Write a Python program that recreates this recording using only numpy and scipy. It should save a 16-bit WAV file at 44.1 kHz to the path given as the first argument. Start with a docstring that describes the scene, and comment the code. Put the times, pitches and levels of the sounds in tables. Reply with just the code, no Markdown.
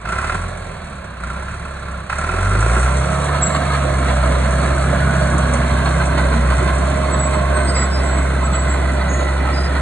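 """A four-cylinder diesel in a crawler dozer is blipped twice, then revs up and holds; it knocks as it picks up.
Its firings drive the exhaust's sines and puffs, the block's ringing knocks, an exhaust growl, hiss, rush and
whines. The dozer drives off: filtered noise rumbles, ringing shoes clank, narrow bands grind, fluttering sines
squeak. In the open field the ground adds one reflection and short noise tails scatter the sound; a small two-
port microphone hears it from some way off."""
import sys
import numpy as np
from scipy import signal
from scipy.fft import rfft, irfft, next_fast_len
from scipy.io import wavfile
from scipy.ndimage import uniform_filter1d, map_coordinates

SR = 44100
rng = np.random.default_rng(int(sys.argv[2]) if len(sys.argv) > 2 else 0)


def int16_out(signal):
    """Quantize to a 16-bit WAV file."""
    q = np.round(np.clip(np.atleast_2d(signal).T, -1, 1) * 32767)
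    wavfile.write(sys.argv[1], SR, q.astype(np.int16))


N = 432621

WORKING_HZ = 66  # firings per second at working speed
TURN_S, TURN_LENGTH_S = 5.42, 5.6  # the machine gradually turns its back
KNOCK_LEAD = .1  # combustion comes this share of a firing period before the exhaust puff


def amp(db):
    """Decibels to gain."""
    return 10 ** (np.asarray(db) / 20)


def unit(x):
    """Scale to rms 1."""
    return x / np.sqrt(np.mean(x ** 2) + 1e-20)


def along(points, hz):
    """Read (frequency [Hz], value) points on a log frequency axis."""
    f, v = np.transpose(points)
    return np.interp(np.log(hz + 1), np.log(f), v)


def curves(rows):
    """One value per sample for each column after the time."""
    s, *cols = np.transpose(rows)
    return [np.interp(np.arange(N) / SR, s, c) for c in cols]


def ramp(start, length):
    """Rises from 0 to 1 and stays there."""
    return np.clip((np.arange(N) / SR - start) / length, 0, 1)


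def turned_away():
    """How far the machine has turned its back, 0 to 1."""
    return ramp(TURN_S, TURN_LENGTH_S)


def wobble(rate):
    """A smooth random curve with this many knots a second."""
    knots = rng.standard_normal(int(N * rate / SR) + 4)
    fine = np.arange(0, len(knots) - 1, 1 / 10)
    return np.interp(np.arange(N) * rate / SR, fine, map_coordinates(knots, [fine]))


def lagged(x, seconds):
    """x followed with some inertia (a one-pole lag)."""
    keep = np.exp(-1 / (seconds * SR))
    return signal.lfilter([1 - keep], [1, -keep], x)


def filtered(x, response):
    """x times a complex response of frequency."""
    m = next_fast_len(N + SR // 2)
    spectrum = rfft(x, m) * response(np.fft.rfftfreq(m, 1 / SR))
    return irfft(spectrum, m)[..., :N]


def noise(spectrum):
    """Noise of rms 1 with the given colour."""
    return unit(filtered(rng.standard_normal(N), lambda hz: amp(along(spectrum, hz))))


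def body(f, modes):
    """Causal response of a set of resonances with alternating signs, mean power 1."""
    h = 0
    for k, (centre, width, db) in enumerate(modes):
        damping = 1j * f * width
        h = h + (-1) ** k * amp(db) * damping / (centre * centre - f * f + damping)
    return h / np.sqrt(np.mean(abs(h) ** 2))


def ring(x, modes):
    """x through a body's resonances, keeping the power of white noise."""
    return filtered(x, lambda f: body(f, modes))


def bursts(times, sizes, t60):
    """Envelope that jumps at each time and dies away by 60 dB in t60 seconds."""
    at = np.clip(np.round(np.asarray(times) * SR).astype(int), 0, N - 1)
    return signal.lfilter([1], [1, -amp(-60 / (t60 * SR))], np.bincount(at, sizes, N))


def firings(cycles, uneven_db, scatter_db, jitter):
    """Times [s] and sizes of the firings; every second cylinder hits harder."""
    at = np.flatnonzero(np.diff(np.floor(cycles)))
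    chance = rng.standard_normal((len(at), 2))
    sizes_db = scatter_db * chance[:, 1] - uneven_db * (-1) ** np.arange(len(at))
    return at / SR + jitter * chance[:, 0], amp(sizes_db)


def running(speed):
    """The engine's state: one row per term of a level law, driven by governor fuel and run-up."""
    # throttle openings: (from [s], until [s], speed asked for [firings/s])
    throttle = [(0.04, 0.46, 50), (1.22, 2, 40.7), (2.09, 9.81, 74)]
    # the governor gives full fuel this far below the speed asked for, after a short lag
    droop_hz, governor_lag_s = 10.56, 0.0034
    turbo_lag_s = 0.17  # the hard knock of a run-up lingers while the turbo catches up
    t = np.arange(N) / SR
    asked = sum(hz * ((t >= start) & (t < end)) for start, end, hz in throttle)
    fuel = lagged(np.clip((asked - speed) / droop_hz, 0, 1), governor_lag_s)
    gaining = np.maximum(np.gradient(speed) * SR, 0)
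    run_up = np.maximum(gaining, fuel * lagged(gaining, turbo_lag_s))
    return np.array([np.ones(N), np.log2(speed / WORKING_HZ), fuel, run_up, turned_away()])


def overtone(angle, speed, multiple, db):
    """One exhaust overtone through the stack; high ones have rougher phase and fade at low speed."""
    # what the stack passes: (frequency [Hz], level [dB])
    stack = [(50, -8), (95, 6), (130, -3), (168, 6), (200, -7), (270, -14), (330, -9), (390, -6), (450, -9),
             (520, -7), (620, 0), (690, 1), (800, -8)]
    # each multiple above this one gains so many dB per doubling of speed
    soft_above, sharpen_db = 5, 2.6
    height = max(multiple - soft_above, 0)
    level_db = db + along(stack, multiple * speed) + sharpen_db * height * np.log2(speed / WORKING_HZ)
    rough_rad = (.22 + .17 * height) * wobble(35)
    phase = multiple * angle + rough_rad + rng.uniform(0, 2 * np.pi)
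    return amp(level_db + 3 * wobble(12)) * np.sin(phase)


def exhaust(cycles, speed, state):
    """A boom at the firing rate through the muffler, overtones gliding through the stack's peaks, and puffs."""
    # level laws: (unloaded at working speed [dB], per doubling of speed [dB], full fuel [dB],
    # run-up [dB per Hz/s], turned away [dB])
    boom_law = (-22.5, 11.5, 9, 0, 1.5)
    order_law = (-45, 4.5, 3, .04, -1)
    bark_law = (-41.5, 5.5, 1.5, 0.22, 7.5)
    # what the muffler passes of the boom: (frequency [Hz], level [dB])
    muffler = [(29, -23), (36, -13), (45, -3.5), (59, 0.5), (72, -3), (84, -5), (98, 0.5), (116, -6),
               (126, -12.5), (137, -6), (146, -4.5)]
    # overtones, unequal cylinders adding the halves: (multiple of the firing rate, level [dB])
    orders = [(3, 0), (4, -2), (5, 0), (5.5, -2), (6, -2), (6.5, -3), (7, -2), (8, -4), (9, 0), (10, 0),
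              (11, -2)]
    # pipe resonances: (frequency [Hz], width [Hz], level [dB])
    pipe = [(165, 18, -6.5), (213, 41, -9), (375, 19, -4), (758, 13, -6.5)]
    octave_turned_db = -13  # the boom's octave is beamed forward and fades as the machine turns

    # at low speed without fuel the boom and overtones waver
    fuel = state[2]
    lope_db = 1.2 * (1 - fuel) * (speed < WORKING_HZ * 3 / 4) * wobble(36.0)
    boom_db = np.dot(boom_law, state) + lope_db
    first_db = boom_db + along(muffler, speed)
    second_db = boom_db + along(muffler, 2 * speed) + octave_turned_db * turned_away()
    angle = 2 * np.pi * cycles
    boom = amp(first_db + 0.59 * wobble(22)) * np.sin(angle)
    boom += amp(second_db + 0.84 * wobble(14)) * np.sin(2 * angle)
    overtones = sum(overtone(angle, speed, multiple, db) for multiple, db in orders)
    overtones = amp(np.dot(order_law, state) + lope_db) * overtones

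    puffs = bursts(*firings(cycles, uneven_db=1.5, scatter_db=1.3, jitter=.0001), t60=.008)
    bark = unit(ring(puffs * rng.standard_normal(N), pipe))
    return amp(np.dot(bark_law, state)) * bark + np.sqrt(2) * (overtones - boom)


def chatter(t60):
    """One blow travelling through loose parts: a short noise rattle, its spectrum evened out, energy 1."""
    t = np.arange(SR // 16) / SR
    decay = amp(-60 * t / t60) * (1 - np.exp(-t / .001))
    burst = rng.standard_normal(len(t)) * decay
    # alternately flatten the spectrum and restore the decay
    for _ in range(3):
        flat = irfft(np.exp(1j * np.angle(rfft(burst))), len(t))
        burst = flat * np.minimum(3 * decay, 1)
    return burst / np.linalg.norm(burst)


def struck(times, sizes, t60):
    """Firings that take turns among four cylinders, each with its own rattle; rms 1."""
    total = np.zeros(N)
    for k in range(4):
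        blows = bursts(times[k::4], sizes[k::4], t60=1 / SR)
        total += signal.oaconvolve(blows, chatter(t60))[:N]
    return unit(total)


def knocking(cycles, state):
    """Firings knock the block over a steady valve rattle; every second one also rings a cylinder wall."""
    # level laws: (unloaded at working speed [dB], per doubling of speed [dB], full fuel [dB],
    # run-up [dB per Hz/s], turned away [dB])
    knock_law = (-39.5, 1, 5, 0.2323, 3.5)
    ring_law = (-43.5, 0, 8, 0.1675, -31)
    # knocks as the first and the last run-up begin, some hard, some lighter:
    # (time [s], strength of the blow [dB])
    run_up_knocks = [(.054, 0), (.09, -10), (.124, -4), (.186, 0), (.244, -.5), (.295, 2.5), (2.096, 6),
                     (2.127, 3), (2.241, -1), (2.29, 1)]
    # resonances of block and wall: (frequency [Hz], width [Hz], level [dB])
    block = [(617, 137, -8.5), (1030, 75, 0.5), (1350, 77, 3), (1612, 130, -4), (1980, 184, -7.5),
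             (2565, 130, -10), (3440, 1700, -25)]
    cylinder_wall = [(1307, 70, 1), (1390, 94, 5), (1600, 300, -11.5)]
    knock_t60_s = .036  # a run-up knock; ordinary firings rattle twice as long

    rattle_db, ring_db = np.dot([knock_law, ring_law], state)
    times, sizes = firings(cycles + KNOCK_LEAD, uneven_db=.5, scatter_db=1.3, jitter=.0006)
    valve_rattle = rng.standard_normal(N)
    blows = .8 * struck(times, sizes, t60=2 * knock_t60_s) + .6 * valve_rattle
    s, db = np.transpose(run_up_knocks)
    extra_blows = signal.oaconvolve(bursts(s, amp(db), t60=1 / SR), chatter(knock_t60_s))[:N]
    slaps = unit(bursts(times[1::2], sizes[1::2], t60=1 / SR))
    return ring(amp(rattle_db) * blows + extra_blows, block) + ring(amp(ring_db) * slaps, cylinder_wall)


def injector_hiss(cycles, hiss_db):
    """Injectors spray noise that swells with each firing; a few thin bright ticks share its colour."""
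    # thin bright ticks: (time [s], level [dB])
    ticks = [(5.381, -25), (5.536, -23)]
    # spectrum: (frequency [Hz], level [dB per Hz])
    hiss_colour = [(2000, -37), (4200, -100), (5700, 5), (7000, 1), (8400, 8), (9500, 2), (11000, -16),
                   (12000, -1)]
    times, sizes = firings(cycles + KNOCK_LEAD, uneven_db=0.5, scatter_db=3.5, jitter=.0009)
    pulses = uniform_filter1d(bursts(times, sizes, t60=.1), size=130)  # soften the onsets
    spray = unit(pulses + .5)
    s, db = np.transpose(ticks)
    envelope = amp(hiss_db + 0.65 * wobble(25)) * spray + bursts(s, amp(db), t60=0.051)
    return envelope * noise(hiss_colour)


def gear_rush(cycles, rush_db):
    """Fan and gears rush: steady noise plus a noise pattern repeated on every turn of the crankshaft."""
    # spectrum: (frequency [Hz], level [dB per Hz])
    rush_colour = [(25, -16), (50, 7.5), (190, 11.5), (300, -4.5), (450, -7), (620, 0.5), (820, -4.5),
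                   (1100, -2.5), (1550, -5), (2100, -12), (2600, -14), (2900, -21), (4400, -18),
                   (6500, -80), (11000, -27)]
    mesh_above_hz = 220
    # the same teeth meet on every turn, two firings long
    teeth = rng.standard_normal(size=1300)
    meshing = unit(np.interp(cycles / 2 % 1, np.linspace(0, 1, len(teeth)), teeth))
    gears = filtered(meshing, lambda hz: hz ** 4 / (hz ** 4 + mesh_above_hz ** 4))
    gears = gears + rng.standard_normal(N)
    churn_db = .6 * wobble(25)
    return amp(rush_db + churn_db) * unit(filtered(gears, lambda hz: amp(along(rush_colour, hz))))


def engine(cycles, state):
    """Returns the combustion knocks with injector hiss, and the rush of fan and gears."""
    # level laws: (unloaded at working speed [dB], per doubling of speed [dB], full fuel [dB],
    # run-up [dB per Hz/s], turned away [dB])
    rush_law = (-25.5, 9, 2.5, 0.008, -4.5)
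    hiss_law = (-39.5, 7.8, 2.8, .13, -7)
    rush_db, hiss_db = np.dot([rush_law, hiss_law], state)
    combustion = knocking(cycles, state) + injector_hiss(cycles, hiss_db)
    return combustion, gear_rush(cycles, rush_db)


def growl(cycles, state):
    """Uneven exhaust puffs sound two pipe resonances, more as the engine labours up to speed."""
    # level law: (unloaded at working speed [dB], per doubling of speed [dB], full fuel [dB],
    # run-up [dB per Hz/s], turned away [dB])
    growl_law = (-47.5, 11, 4, .33, 2)
    # pipe resonances: (frequency [Hz], width [Hz], level [dB])
    pipe_modes = [(390, 70, 0), (640, 110, -5)]
    gulps = bursts(*firings(cycles, uneven_db=1.5, scatter_db=2, jitter=.00015), t60=1 / SR)
    return amp(np.dot(growl_law, state)) * unit(ring(gulps, pipe_modes))


def whines(cycles, speed):
    """Fan, pump and gear tones follow the crankshaft and grow with speed; some howl in swells under strain."""
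    # fan blade, pump and timing gear tones:
    # (multiple of the firing rate, level at full speed [dB], change once turned away [dB])
    tones = [(2.48, -34, -4), (9, -40, 3), (10.2, -37, -2), (16, -41, 0)]
    # gears and pump howl while strained:
    # (time at the height [s], length [s], multiple of the firing rate, level [dB])
    howls = [(5.5, 3.6, 2.48, -29.5), (5.6, 0.73, 3.62, -26.5), (6.39, 0.28, 3.62, -29),
             (7.25, 1.1, 9, -28.5), (3.1, .5, 9, -34), (3.3, .7, 10, -34), (8.15, .4, 10, -31)]

    def tone(multiple):
        """A wavering sine of rms 1."""
        phase = 2 * np.pi * multiple * cycles + .4 * wobble(20)
        return unit(amp(2.5 * wobble(12)) * np.sin(phase))

    loaded = np.zeros(N)
    for s, length, multiple, db in howls:
        swell = np.sin(np.pi * ramp(s - length / 2, length))
        loaded += amp(db) * swell * tone(multiple)
    turned = turned_away()
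    steady = sum(amp(db + turned_db * turned) * tone(multiple) for multiple, db, turned_db in tones)
    return loaded + (speed / speed.max()) ** 3 * steady


def tracks():
    """Rollers rumble as the travel picks up; shoes clank on the sprocket over a steady small clatter."""
    # track shoes hitting the sprocket: (time [s], relative strength [dB])
    clank_times = [(3.345, -14), (3.5458, -10.5), (3.70, -13), (3.7354, -9), (4.083, -10.5), (5.537, -13),
                   (5.697, -14), (5.8561, -10), (5.9994, -11), (6.173, -10), (6.323, -13), (6.5014, -11),
                   (6.6772, -10), (7.327, -14), (7.57, -14), (7.763, -11.5), (8.533, -13), (9.208, -12),
                   (9.486, -14), (9.75, -13)]
    # rumble spectrum: (frequency [Hz], level [dB per Hz])
    rumble_colour = [(25, -35), (80, -27), (115, -4), (190, 3.5), (280, 5.5), (450, -11), (650, -1.5),
                     (900, -15), (2000, -12.5), (5000, -90)]
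    # shoe resonances: (frequency [Hz], width [Hz], level [dB])
    shoe = [(675, 306, 4.5), (1038, 80, 8.5), (1276, 51, 12.5), (1510, 185, 4.5), (1920, 307, 1),
            (4410, 315, -10)]
    move_off_s, pickup_s = 2.6, 0.59
    rumble_start_s, rumble_rise_s = 2.55, 1.44  # the rumble builds more slowly than the clatter
    rumble_db, turned_db = -23.5, -2
    clatter_db, clank_db = -5, -11  # clatter relative to the rolling level
    bounce_s, bounce_db = .016, -6  # each shoe rebounds once

    rolling = ramp(move_off_s, pickup_s) * amp(rumble_db + turned_db * turned_away())
    rumble = rolling * ramp(rumble_start_s, rumble_rise_s) * amp(1.8 * wobble(11)) * noise(rumble_colour)
    chance = rng.random((3500, 2))
    hits = unit(bursts(chance[:, 0] * N / SR, amp(-12 * chance[:, 1]), t60=0.057))
    clatter = hits * rolling * amp(clatter_db)
    s, db = np.transpose(clank_times)
    strengths = amp(np.r_[db, db + bounce_db] + clank_db)
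    clanks = bursts(np.r_[s, s + bounce_s], strengths, t60=.085)
    return rumble + ring((clatter + clanks) * rng.standard_normal(N), shoe)


def steel_bands():
    """Swells of narrow, rough ringing: links rub along their guides, and one is the cylinder wall under load."""
    # the first swell is the cylinder wall's knock ringing on under load, the others are links grinding:
    # (time at the height [s], length [s], pitch [Hz], level [dB])
    swells = [(3.332, 0.99, 1307, -32), (5.15, 1.1, 1474, -29.5), (5.452, 1.7, 1628, -34.5),
              (5.6, 1.3, 1113, -30), (6.077, 0.95, 1545, -32.5), (6.666, 0.16, 1567, -34),
              (7.2, 2.4, 1083, -31.5), (7.593, 0.26, 1525, -28), (8.466, 0.32, 1282, -28.5),
              (9.246, 1.56, 1996, -36.5)]
    width_hz = 85
    t = np.arange(N) / SR
    rub = unit(abs(wobble(22)) + 2) * (wobble(width_hz) + 1j * wobble(width_hz))
    out = np.zeros(N)
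    for s, length, hz, db in swells:
        on = np.flatnonzero(abs(t - s) < length / 2)
        shape = np.cos(np.pi * (t[on] - s) / length)
        rough = rub[(on + rng.integers(N)) % N]  # each swell reads the roughness from a random place
        out[on] += amp(db) * shape * (rough * np.exp(2j * np.pi * hz * t[on])).real
    return out


def squeaks():
    """A dry pin sticks and slips in its bushing: a fluttering, slightly unsteady whistle."""
    # dry track pins: (start [s], length of the bite [s], level [dB], centre pitch [Hz])
    pins = [(3.418, .065, -19.5, 7640), (7.11, .06, -33, 7880), (7.18, .09, -28, 7800),
            (7.33, .05, -32, 7930), (7.54, .1, -33, 8290), (7.63, .14, -35.5, 8230), (7.67, .06, -35, 4870),
            (7.74, .12, -37, 5000), (7.751, .12, -26, 7785), (7.9, .13, -36, 5060), (8.0, .28, -38, 7780),
            (8.43, .05, -34, 7750), (8.52, .13, -29, 7780), (8.68, .1, -36, 7630),
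            (9.077, .19, -35.5, 6690), (9.52, .17, -34, 5020)]
    # each squeak bites, then sings on more weakly while the pin comes to rest
    sing_db, sing_s = -12, .12
    flutter = amp(3.5 * wobble(70) - 1)
    drift = .005 * wobble(250) + .002 * wobble(20)
    clock = np.cumsum(1 + drift) / SR

    def swell(s, length):
        """Rises a little faster than it falls."""
        return abs(np.sin(np.pi * ramp(s, length) ** .66))

    out = np.zeros(N)
    for s, length, db, hz in pins:
        shape = swell(s, length) + amp(sing_db) * swell(s, length + sing_s)
        out += amp(db) * shape * np.sin(2 * np.pi * hz * clock)
    return np.sqrt(2) * flutter * out


def patchy(x, depth_db):
    """Narrow bands of x swell and sink on their own, so the roar wavers."""
    z = signal.stft(x, nperseg=1024)[2]
    field = uniform_filter1d(rng.standard_normal(z.shape), size=3, axis=0)  # across frequency
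    field = uniform_filter1d(field, size=7, axis=1)  # across time
    wavering = signal.istft(z * amp(depth_db * unit(field)), nperseg=1024)[1][:N]
    return unit(wavering) * x.std()


def ground(x, share):
    """One reflection whose delay drifts as the machine moves, so its comb of peaks slides."""
    # delay of the reflection: (time [s], delay [s])
    delays = [(5.3, 0.0018), (6.4, 0.00198), (6.9, 0.00187), (7.6, 0.00193), (8.3, 0.00194), (9.4, 0.0021)]
    delay, = curves(delays)
    n = np.arange(N)
    reflection = np.interp(n - delay * SR, n, x)
    return (x + share * reflection) / np.hypot(1, share)


def scattering(far_side):
    """The field scatters the far side's noise: a short decaying noise tail, independent at each port."""
    # scattered sound: (frequency [Hz], level [dB])
    scatter = [(70, -28), (250, -12), (520, -7), (1600, -9), (2500, 0), (4300, -3), (5300, -14), (6400, -5),
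               (7600, -14)]
    t = np.arange(SR // 6) / SR
    tail = rng.standard_normal((2, len(t))) * amp(-60 * t / 0.1)
    scattered = signal.fftconvolve(far_side[None], tail / np.linalg.norm(tail[0]), axes=1)[:, :N]
    return filtered(scattered, lambda hz: amp(along(scatter, hz)))


def scene():
    """The machine as both ports hear it: direct sound with a phase lead between ports, plus scattering."""
    # engine speed: (time [s], speed [firings/s])
    firing_rate = [(0.0, 26.86), (0.07, 27.56), (0.36, 42.27), (0.52, 45.05), (1.2, 29.46), (1.56, 36.07),
                   (2.1, 32.14), (2.78, 61.42), (3.15, 70.71), (3.5, 71.94), (4.25, 64.11), (5.0, 67.73),
                   (5.72, 65.44), (6.02, 66.88), (6.47, 63.23), (6.98, 68.79), (8.3, 66.39), (9.8, 67.63)]
    # phase between the ports: (frequency [Hz], left lead [rad])
    left_lead = [(70, -.04), (250, -.2), (450, -1.1), (600, .7), (800, -.2), (920, 1.4), (1250, .2),
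                 (2250, .4), (2550, 2.1), (4100, 1.1), (4900, 2.5), (5900, 3.3), (7000, 6.2), (10000, 6.3),
                 (11000, 9)]
    speed, = curves(firing_rate)
    cycles = np.cumsum(speed) / SR + .5  # counts firings
    state = running(speed)
    combustion, rush = engine(cycles, state)
    roar = ground(patchy(rush + tracks(), depth_db=2.1), share=0.42)
    direct = exhaust(cycles, speed, state) + growl(cycles, state) + combustion
    direct = direct + whines(cycles, speed) + roar + steel_bands() + squeaks()
    # the far side's noise is drawn afresh
    far_side = sum(engine(cycles, state)) + tracks()
    ports = filtered(direct, lambda hz: np.exp(.5j * np.outer([1, -1], along(left_lead, hz))))
    return ports + scattering(far_side)


def record(dry):
    """The ports differ in colour; nothing passes above the band limit."""
    # colour of the ports: (frequency [Hz], left minus right [dB])
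    balance = [(70, 0), (410, -3), (520, -16), (780, -6), (950, -7), (1250, -1), (1750, -1), (1950, -5),
               (2600, -7), (3400, 0)]
    top_hz = 11200

    def ports(hz):
        """Gain of each port, mean power 1 at every frequency below the limit."""
        gain = amp(np.outer([.5, -.5], along(balance, hz)))
        return gain / np.sqrt(np.mean(gain ** 2, 0)) * (hz < top_hz)

    return filtered(dry, ports)


dry = scene()
out = record(dry)
int16_out(out)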